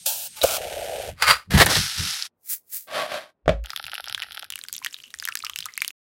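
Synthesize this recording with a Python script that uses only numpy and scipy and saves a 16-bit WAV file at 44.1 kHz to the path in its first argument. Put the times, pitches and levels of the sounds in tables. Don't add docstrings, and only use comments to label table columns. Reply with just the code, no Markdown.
import sys
import numpy as np
from scipy import signal
from scipy.fft import rfft, irfft
from scipy.io import wavfile

SR = 44100
rng = np.random.default_rng(int(sys.argv[2]) if len(sys.argv) > 2 else 0)


def wav_record(signal):
    frames = np.transpose(np.atleast_2d(signal))
    bounded = np.clip(frames, -1, 1)
    quanta = np.round(bounded * 32767).astype(np.int16)
    wavfile.write(sys.argv[1], SR, quanta)


N = 269142


ROOM_RMS_DB = -77.5
TOP_HZ, END_S = 15900, 5.912

BOIL_S, BOIL_HOLD_S = 0.443, 0.6504
BOIL_DB, PLUNGE_DB, FIZZ_DB, FLAME_DB = -33, -16.5, -39, -47
# f/Hz, gain/dB
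FIZZ_COLOUR = [(1100, -17.5), (1550, -6.5), (1900, -9), (2900, -5), (4600, -13.5), (8500, -16.5),
               (12000, -14.5), (15500, -26)]
# f/Hz, gain/dB
BOIL_COLOUR = [(30, -16.5), (71, -5), (140, -16), (280, -22), (440, -9.5), (617, -1.5), (780, -4),
               (930, -13.5), (1050, -25), (1800, -57)]
# f/Hz, gain/dB
SPRAY_COLOUR = [(500, -14.5), (900, -12.5), (1450, -2.5), (1880, -27), (2300, -6.5), (3200, -7),
                (15500, -10.5)]
# t/s, level/dB, f/Hz, t60/s
PLOPS = [(.416, -10.5, 3800, 0.008), (.4205, -14, 3790, 0.029), (.438, -9, 652, 0.039),
         (.441, -9.5, 542, 0.045), (.497, -32, 640, .04), (.77, -28, 560, 0.075)]
# t/s, hold/s, level/dB
SPLASHES = [(.365, 0.03, -38), (.417, 0.0016, -28), (.435, 0.0056, -16.5), (.45, 0.12, -25)]

SUGAR_S, SUGAR_HOLD_S = .061, 0.211
SUGAR_RUSH_DB, SUGAR_RUSH_T60_S, SUGAR_STREAM_DB = -17.5, 0.38, -31
# f/Hz, gain/dB
SUGAR_COLOUR = [(240, -69), (400, -42), (535, -1.5), (886, -1.5), (1030, -23), (1560, -6), (2060, -21),
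                (2550, -2), (15500, 2.5)]
# t/s, hold/s, level/dB, f/Hz at t, rise/(Hz/s)
HOLLOW_NOTES = [(.082, 0.035, -41, 830, 2095.5), (0.376, 0.025, -47, 873, -600)]

GRATE_S, GRATE_HOLD_S, GRATE_DB = 1.1, .04, -39
# f/Hz, gain/dB
POT_COLOUR = [(35, -58), (60, -13.5), (129, -16.5), (327, -40.5), (559, -12.5), (673, -21), (1170, -10.5),
              (1590, -9), (3500, -19), (4740, -9.5), (5320, -29.5), (9740, -25.5), (15500, -36.5)]
# f/Hz, width/Hz, gain/dB
POT_MODES = [(1224, 55, 5.5), (1320, 39, 6), (1490, 51, 3.5), (1880, 47, 2), (2120, 39, 0.5),
             (2420, 60, -6), (4710, 95, 2), (6850, 93, -17), (9400, 150, -17), (10600, 80, -16)]
# t/s, relative level/dB, t60/s
KNOCKS = [(1.2229, -2.5, 0.043), (1.309, -2, 0.056)]
# t/s, hold/s, level/dB
SCRAPES = [(1.23, .015, -21.5), (1.281, 0.024, -12)]

SPOON_IN_S, SPOON_HOLD_S = 1.7, 0.566
# f/Hz, gain/dB
FOIL_COLOUR = [(250, -8), (650, -4.5), (1400, -6.5), (1850, 0.5), (2240, -9.5), (4240, -8), (6200, -17),
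               (11600, -18), (15500, -27)]
# f/Hz, gain/dB
BULK_COLOUR = [(35, -7), (80, 5.5), (165, 2.5), (260, -12.5), (500, -22.5), (1000, -73)]
# f/Hz, gain/dB
SCOOP_COLOUR = [(500, -34), (780, -13.5), (1100, -15), (1300, -2.5), (2470, -4.5), (3500, -0.5), (5400, 1),
                (6800, -8), (11800, -9.5), (13500, -24)]
# f/Hz, gain/dB
SPRINKLE_COLOUR = [(700, -38), (1100, -30), (1300, -21), (2100, -13), (2800, -18.5), (5400, -9),
                   (15500, 1.5)]
# t/s, peak level/dB, f/Hz
SNAPS = [(1.552, -26, 3000), (1.6609, -3, 10900), (1.6645, -16, 3500), (1.7551, -3, 4300),
         (2.109, -13.5, 5170), (2.224, -8, 4730)]
# t/s, hold/s, level/dB
CRUMPLES = [(1.508, 0.019, -27), (1.535, 0.032, -22), (1.575, 0.027, -15), (1.601, 0.022, -8.5),
            (1.665, .001, -14.5), (1.686, 0.048, -22.5), (1.757, .012, -21)]
# t/s, hold/s, level/dB
BUMPS = [(1.552, 0.014, -10), (1.603, 0.011, -16), (1.67, 0.022, -25.5), (1.78, 0.022, -25),
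         (2.0, 0.031, -29.5)]
# t/s, hold/s, level/dB
SCOOPS = [(1.7, 0.071, -21.5), (1.99, 0.12, -27.5)]
# t/s, hold/s, level/dB, release/s
SPOONFULS = [(2.506, 0.033, -22.5, 0.11), (2.743, 0.016, -25, .22)]

GLASS_STARTS_S, GLASS_STOPS_S = 2.874, 3.303
BOOM_S, BOOM_HOLD_S, BOOM_HZ, BOOM_DB = 3.475, 0.16, 53.6, -26.5
# f/Hz, gain/dB
SLIDE_COLOUR = [(130, -15.5), (450, -14), (610, 6.5), (900, -7), (1500, -6), (4400, -12), (6700, -26),
                (11500, -24), (15000, -39)]
# f/Hz, width/Hz, gain/dB
SLIDE_MODES = [(603, 52, -4.5), (1118, 33, 8), (1573, 25, 5.5), (3104, 49, -4)]
# t/s, hold/s, level/dB
SLIDES = [(2.955, 0.069, -26), (3.125, 0.031, -28.5)]
# t/s, level/dB
THUDS = [(3.459, -30.5), (3.4796, -2), (3.4925, -7)]
# f/Hz, gain/dB
THUD_COLOUR = [(100, -4.5), (200, -11), (345, -15.5), (620, 2), (920, -22.5), (1100, -16.5), (3400, -26.5),
               (13000, -57)]
# f/Hz, level re thud/dB, t60/s
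TABLE_MODES = [(171.6, -14.5, 0.151), (572, -11.5, 0.0353), (550, -27.5, 0.28), (625, -22, 0.13),
               (1690, -32.5, .12), (2264, -29.5, .13)]

POUR_S, PATTER_HOLD_S, PATTER_DB = 3.65, 0.69, -38.5
TRICKLE_S, TRICKLE_DB = 4.5, -49.5
DRIPS_PER_S, DRIP_DB, DRIP_SPREAD_DB = 12, -34, 13.5
DRIP_HZ, DRIP_OCTAVES, DRIP_TREBLE_DB = 2870, 1.88, -19.5
FROTH_DB, FROTH_T60_S = -33.5, 0.19
# t/s, level/dB, bubble f/Hz, treble setting/dB (18 dB is added)
DROPS = [(3.639, -30, 2690, -14), (3.658, -22.5, 3240, -19), (3.703, -14, 4900, -30),
         (3.732, -22, 1290, -26), (3.761, -9.5, 3440, -22.5), (3.844, -21, 3540, -44),
         (3.865, -19, 2740, -26.5), (3.916, -20.5, 3020, -31), (3.952, -16.5, 2820, -51),
         (4.082, -17, 5120, -37), (4.041, -19.5, 3450, -26), (4.096, -16.5, 3230, -27),
         (4.146, -7.5, 3370, -27.5), (4.177, -21, 1620, -22.5), (4.22, -12, 2940, -26),
         (4.227, -19, 2470, -25), (4.32, -21.5, 3280, -22), (4.371, -18, 3380, -31),
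         (4.424, -20.5, 3300, -29), (4.502, -15, 3550, -13.5), (4.522, -18.5, 2960, -21),
         (4.556, -13, 2820, -11.5), (4.589, -18, 1670, -4.5), (4.637, -22, 3340, -27),
         (4.684, -16.5, 4640, -22), (4.727, -8, 4040, 2), (4.739, -17, 4740, 7), (4.764, -16, 4840, 3),
         (4.846, -11.5, 2810, -15.5), (4.861, -13.5, 1840, -19.5), (4.942, -17, 3750, -27.5),
         (5.14, -22.5, 1850, -20), (5.198, -14.5, 4870, -24), (5.224, -21.5, 1640, -19.5),
         (5.252, -7.5, 3050, -10.5), (5.274, -18.5, 1790, -26), (5.286, -11, 1690, -18),
         (5.353, -7, 1680, -6), (5.371, -14.5, 4900, -26), (5.447, -13, 5160, -23), (5.465, -15, 2870, -32),
         (5.496, -16.5, 3180, -22), (5.559, -11, 2780, -17), (5.587, -12.5, 3030, -14),
         (5.605, -19, 5050, -21), (5.656, -13.5, 1330, -5), (5.776, -9, 2120, -13),
         (5.818, -5, 2290, -20.5), (5.846, -13.5, 3000, -20), (5.878, -9.5, 5200, -10.5),
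         (5.904, -23, 2630, -20.5)]
# f/Hz, gain/dB
PATTER_COLOUR = [(600, -3.5), (850, -2), (1050, -23), (1350, 4), (2200, -5), (3300, 3.5), (5500, 0),
                 (6900, -31), (11000, 2), (15500, -21)]
# t/s, level/dB, f/Hz
GURGLES = [(4.225, -28, 2830), (4.231, -27, 1850), (4.817, -33.5, 1020), (5.039, -27.5, 2910),
           (5.289, -23.5, 1320), (5.496, -31.5, 1150), (5.438, -24, 1245), (5.661, -25, 1243),
           (5.687, -28.5, 2020), (5.779, -28, 2700)]


def amp(db):
    return 10 ** (np.asarray(db) / 20)


def unit(x):
    return x / np.sqrt(np.mean(x ** 2))


def peak(x, db):
    return amp(db) * x / np.abs(x).max()


def clock():
    return np.arange(N) / SR


def add(out, s, x):
    i = int(np.clip(s * SR, 0, len(out) - 1))
    out[i:i + len(x)] += x[:len(out) - i]


def fade(t60_s):
    return np.exp(-np.log(1000) * np.linspace(0, 1, max(int(t60_s * SR), 8)))


def stroke(s, hold_s, attack_s, release_s):
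    t = clock() - s
    before = np.maximum(-t / attack_s, 0)
    after = np.maximum((t - hold_s) / release_s, 0)
    return np.exp(-np.log(1000) * np.minimum(before + after, 4))


def strokes(rows, attack_s, release_s):
    gains = [amp(db) * stroke(s, hold_s, attack_s, release_s) for s, hold_s, db in rows]
    return np.max(gains, axis=0)


def colour(x, points):
    hz, db = np.transpose(points)
    f = np.maximum(np.arange(2049) * SR / 4096, 1)
    gain = amp(np.interp(np.log(f), np.log(hz), db))
    gain = gain / np.sqrt(1 + (hz[0] / f / 1.3) ** 6)
    cepstrum = irfft(np.log(gain + 1e-6))
    cepstrum[1:2048] *= 2
    cepstrum[2049:] = 0
    impulse = irfft(np.exp(rfft(cepstrum)))
    return signal.fftconvolve(x, impulse)[:len(x)]


def band(x, lo_hz, hi_hz):
    edges = np.minimum([lo_hz, hi_hz], [.4 * SR, .48 * SR])
    return signal.sosfilt(signal.butter(2, edges, "band", fs=SR, output="sos"), x)


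def resonate(x, modes):
    return sum(amp(db) * signal.lfilter(*signal.iirpeak(hz, hz / width_hz, SR), x)
               for hz, width_hz, db in modes)


def ring(hz, t60_s, glide=0):
    decay = fade(t60_s)
    pitch_hz = np.minimum(hz * (1 + glide * np.linspace(0, 1, len(decay))), SR / 2)
    return decay * np.sin(2 * np.pi * np.cumsum(pitch_hz) / SR)


def burst(t60_s):
    decay = fade(t60_s)
    return decay * rng.standard_normal(SR)[:len(decay)]


def wander(rate_hz):
    slow = signal.sosfilt(signal.butter(2, rate_hz, fs=SR, output="sos"), rng.standard_normal(N))
    return np.clip(unit(slow), -2, 2)


def rumble(lo_hz, hi_hz):
    return unit(band(rng.standard_normal(N), lo_hz, hi_hz))


def grains(rate, spread_db):
    hit = rng.random(N) < rate / SR
    size = amp(spread_db * np.minimum(rng.exponential(size=N), 4))
    return unit(hit * size * rng.choice([-1, 1], N))


def bubbles(rate, hz, octaves, cycles, spread_db, glide):
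    out = np.zeros(N)
    for when, size, strength in rng.random((int(rate * N / SR), 3)):
        pitch_hz = hz * 2 ** (octaves * (size - .5))
        bubble = ring(pitch_hz, cycles / pitch_hz, glide)
        add(out, when * N / SR, amp(spread_db * strength ** 3) * bubble)
    return unit(out)


def room():
    return amp(ROOM_RMS_DB) * rumble(60, 680)


def flame():
    gas = rng.standard_normal(N)
    burning = amp(FLAME_DB) * stroke(0, BOIL_S + BOIL_HOLD_S, attack_s=.01, release_s=.06)
    whistle = resonate(gas, [(8450, 190, 10)])
    hiss = unit(band(gas, 3000, 10000) + whistle)
    return (hiss + amp(-17.5) * rumble(63, 190)) * burning


def sugar():
    rush = amp(SUGAR_RUSH_DB) * stroke(SUGAR_S, hold_s=0.005, attack_s=0.015, release_s=SUGAR_RUSH_T60_S)
    pouring = stroke(SUGAR_S, SUGAR_HOLD_S, attack_s=.03, release_s=0.047)
    flow = np.hypot(rush, amp(SUGAR_STREAM_DB)) * pouring
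    out = unit(colour(grains(rate=12000, spread_db=-2.0), SUGAR_COLOUR)) * flow
    waver = amp(3 * wander(40.6))
    for s, hold_s, db, hz, rise_hz_per_s in HOLLOW_NOTES:
        pitch_hz = hz + rise_hz_per_s * (clock() - s)
        note = np.sin(2 * np.pi * np.cumsum(pitch_hz) / SR)
        out += amp(db) * note * waver * stroke(s, hold_s, attack_s=.08, release_s=.16)
    return out


def water():
    fizzing = amp(FIZZ_DB) * stroke(BOIL_S, BOIL_HOLD_S, attack_s=0.35, release_s=0.13)
    out = unit(colour(grains(rate=5400, spread_db=5.5), FIZZ_COLOUR)) * fizzing
    spray = unit(colour(grains(rate=9400, spread_db=4.0), SPRAY_COLOUR))
    out += spray * strokes(SPLASHES, attack_s=0.0293, release_s=.05)
    boil = bubbles(rate=270, hz=587, octaves=.9, cycles=11, spread_db=2.5, glide=0.089)
    boil += 2.2 * rng.standard_normal(N) * amp(3 * wander(19))
    churn = strokes([(BOIL_S, .004, PLUNGE_DB), (BOIL_S, BOIL_HOLD_S, BOIL_DB)],
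                    attack_s=.06, release_s=0.073)
    out += unit(colour(boil, BOIL_COLOUR)) * churn
    for s, db, hz, t60_s in PLOPS:
        add(out, s, amp(db) * band(ring(hz, t60_s, glide=0.15), hz / 2, hz * 2))
    return out


def pot():
    force = grains(rate=2800, spread_db=-1.5) * strokes(SCRAPES, attack_s=.1, release_s=0.18)
    for s, db, t60_s in KNOCKS:
        add(force, s, amp(db - 5) * burst(t60_s))
    body = unit(colour(force, POT_COLOUR)) + amp(-3.0) * unit(resonate(force, POT_MODES))
    shudder = amp(GRATE_DB) * stroke(GRATE_S, GRATE_HOLD_S, attack_s=.16, release_s=.2)
    return unit(body) * np.std(force) + rumble(45, 110) * shudder


def tea():
    foil = unit(colour(grains(rate=6000, spread_db=3.5), FOIL_COLOUR))
    out = foil * strokes(CRUMPLES, attack_s=0.012, release_s=.085)
    bulk = unit(colour(grains(rate=900, spread_db=-3.5), BULK_COLOUR))
    out += bulk * strokes(BUMPS, attack_s=0.11, release_s=.19)
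    spoon_in = stroke(SPOON_IN_S, SPOON_HOLD_S, attack_s=0.033, release_s=0.038)
    push = strokes(SCOOPS, attack_s=0.55, release_s=1.06) * spoon_in
    out += unit(colour(grains(rate=6000, spread_db=3.0), SCOOP_COLOUR)) * push
    fall = sum(amp(db) * stroke(s, hold_s, attack_s=0.12, release_s=release_s)
               for s, hold_s, db, release_s in SPOONFULS)
    out += unit(colour(grains(rate=8900, spread_db=5.0), SPRINKLE_COLOUR)) * fall
    for s, db, hz in SNAPS:
        add(out, s, peak(band(burst(0.0051), hz / 1.36, hz * 1.3), db))
    return out


def glass():
    rub = grains(rate=4000, spread_db=2.5)
    out = unit(unit(colour(rub, SLIDE_COLOUR)) + amp(-11.0) * unit(resonate(rub, SLIDE_MODES)))
    moving = stroke(GLASS_STARTS_S, GLASS_STOPS_S - GLASS_STARTS_S, attack_s=0.015, release_s=0.083)
    out *= strokes(SLIDES, attack_s=0.23, release_s=0.3) * moving
    for s, db in THUDS:
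        push = np.zeros(SR // 4)
        add(push, 0, fade(0.014))
        add(push, 0, amp(-15.0) * fade(0.17))
        crush = colour(push * rng.standard_normal(len(push)), THUD_COLOUR)
        add(out, s, peak(crush, db - 1.0))
        for hz, mode_db, t60_s in TABLE_MODES:
            add(out, s, amp(db + mode_db) * ring(hz, t60_s))
    boom = np.sin(2 * np.pi * BOOM_HZ * (clock() - BOOM_S))
    return out + amp(BOOM_DB) * boom * stroke(BOOM_S, BOOM_HOLD_S, attack_s=.06, release_s=.11)


def drop(hz, treble_db):
    body, spray = np.zeros((2, SR // 8))
    add(body, .0012, 0.12 * ring(hz, 2 / hz))
    add(body, .0013, ring(hz, 8 / hz))
    add(body, .0013, 1.02 * ring(hz, 24 / hz, glide=0.045))
    add(body, .0008, 0.27 * burst(0.034))
    add(body, .002, resonate(burst(0.18), [(hz, 330, -12)]))
    add(spray, .0009, burst(0.0044))
    return peak(band(body, 1180, 5900), 0) + peak(band(spray, 3370, 17300), treble_db + 18)


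def drips():
    out = np.zeros(N)
    pour_s = END_S - POUR_S
    for when, size, depth in rng.random((int(DRIPS_PER_S * pour_s), 3)):
        hz = DRIP_HZ * 2 ** (DRIP_OCTAVES * (depth - .5))
        db = DRIP_DB + DRIP_SPREAD_DB * (size - .5)
        add(out, POUR_S + when * pour_s, peak(drop(hz, DRIP_TREBLE_DB), db))
    return out


def gurgles():
    out = np.zeros(N)
    for s, db, hz in GURGLES:
        add(out, s, amp(db) * band(ring(hz, 36 / hz, glide=0.19), hz / 2, hz * 2))
        add(out, s, resonate(burst(.2), [(hz, 150, db + 2)]))
    return out


def patter():
    level = amp(PATTER_DB) * stroke(POUR_S + 0.068, PATTER_HOLD_S, attack_s=0.44, release_s=.3)
    droplets = bubbles(rate=200, hz=3300, octaves=5.36, cycles=1.3, spread_db=28.5, glide=0)
    return unit(colour(droplets + 0.18 * rng.standard_normal(N), PATTER_COLOUR)) * level


def trickle():
    level = amp(TRICKLE_DB) * (clock() > TRICKLE_S)
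    for s, db, _, _ in DROPS:
        if s > TRICKLE_S:
            add(level, s, amp(db + FROTH_DB) * fade(FROTH_T60_S))
    froth = bubbles(rate=380, hz=4980, octaves=2.19, cycles=22.5, spread_db=41.0, glide=0)
    mist = rumble(1070, 14200) * amp(3.4 * wander(59))
    return (unit(band(froth, 2000, 11500)) + amp(-11.5) * mist) * level


def pour():
    pouring = stroke(POUR_S, END_S - POUR_S, attack_s=.04, release_s=.05)
    out = drips() + gurgles() + patter() * pouring + trickle()
    for s, db, hz, treble_db in DROPS:
        add(out, s, peak(drop(hz, treble_db), db))
    gulps = bubbles(rate=22, hz=143, octaves=2.16, cycles=21, spread_db=12, glide=.2)
    burble = (amp(-68.5) * gulps + amp(-72) * rumble(46, 490)) * pouring
    return band(band(out, 780, 16000), 760, 19000) + burble


def scene():
    mono = room() + flame() + sugar() + water() + pot() + tea() + glass() + pour()
    return np.array([mono, mono])


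def record(dry):
    sound = np.clip(dry, -1, 1) * (clock() < END_S)
    return signal.sosfilt(signal.ellip(10, .2, 80, TOP_HZ, fs=SR, output="sos"), sound)


dry = scene()
out = record(dry)
wav_record(out)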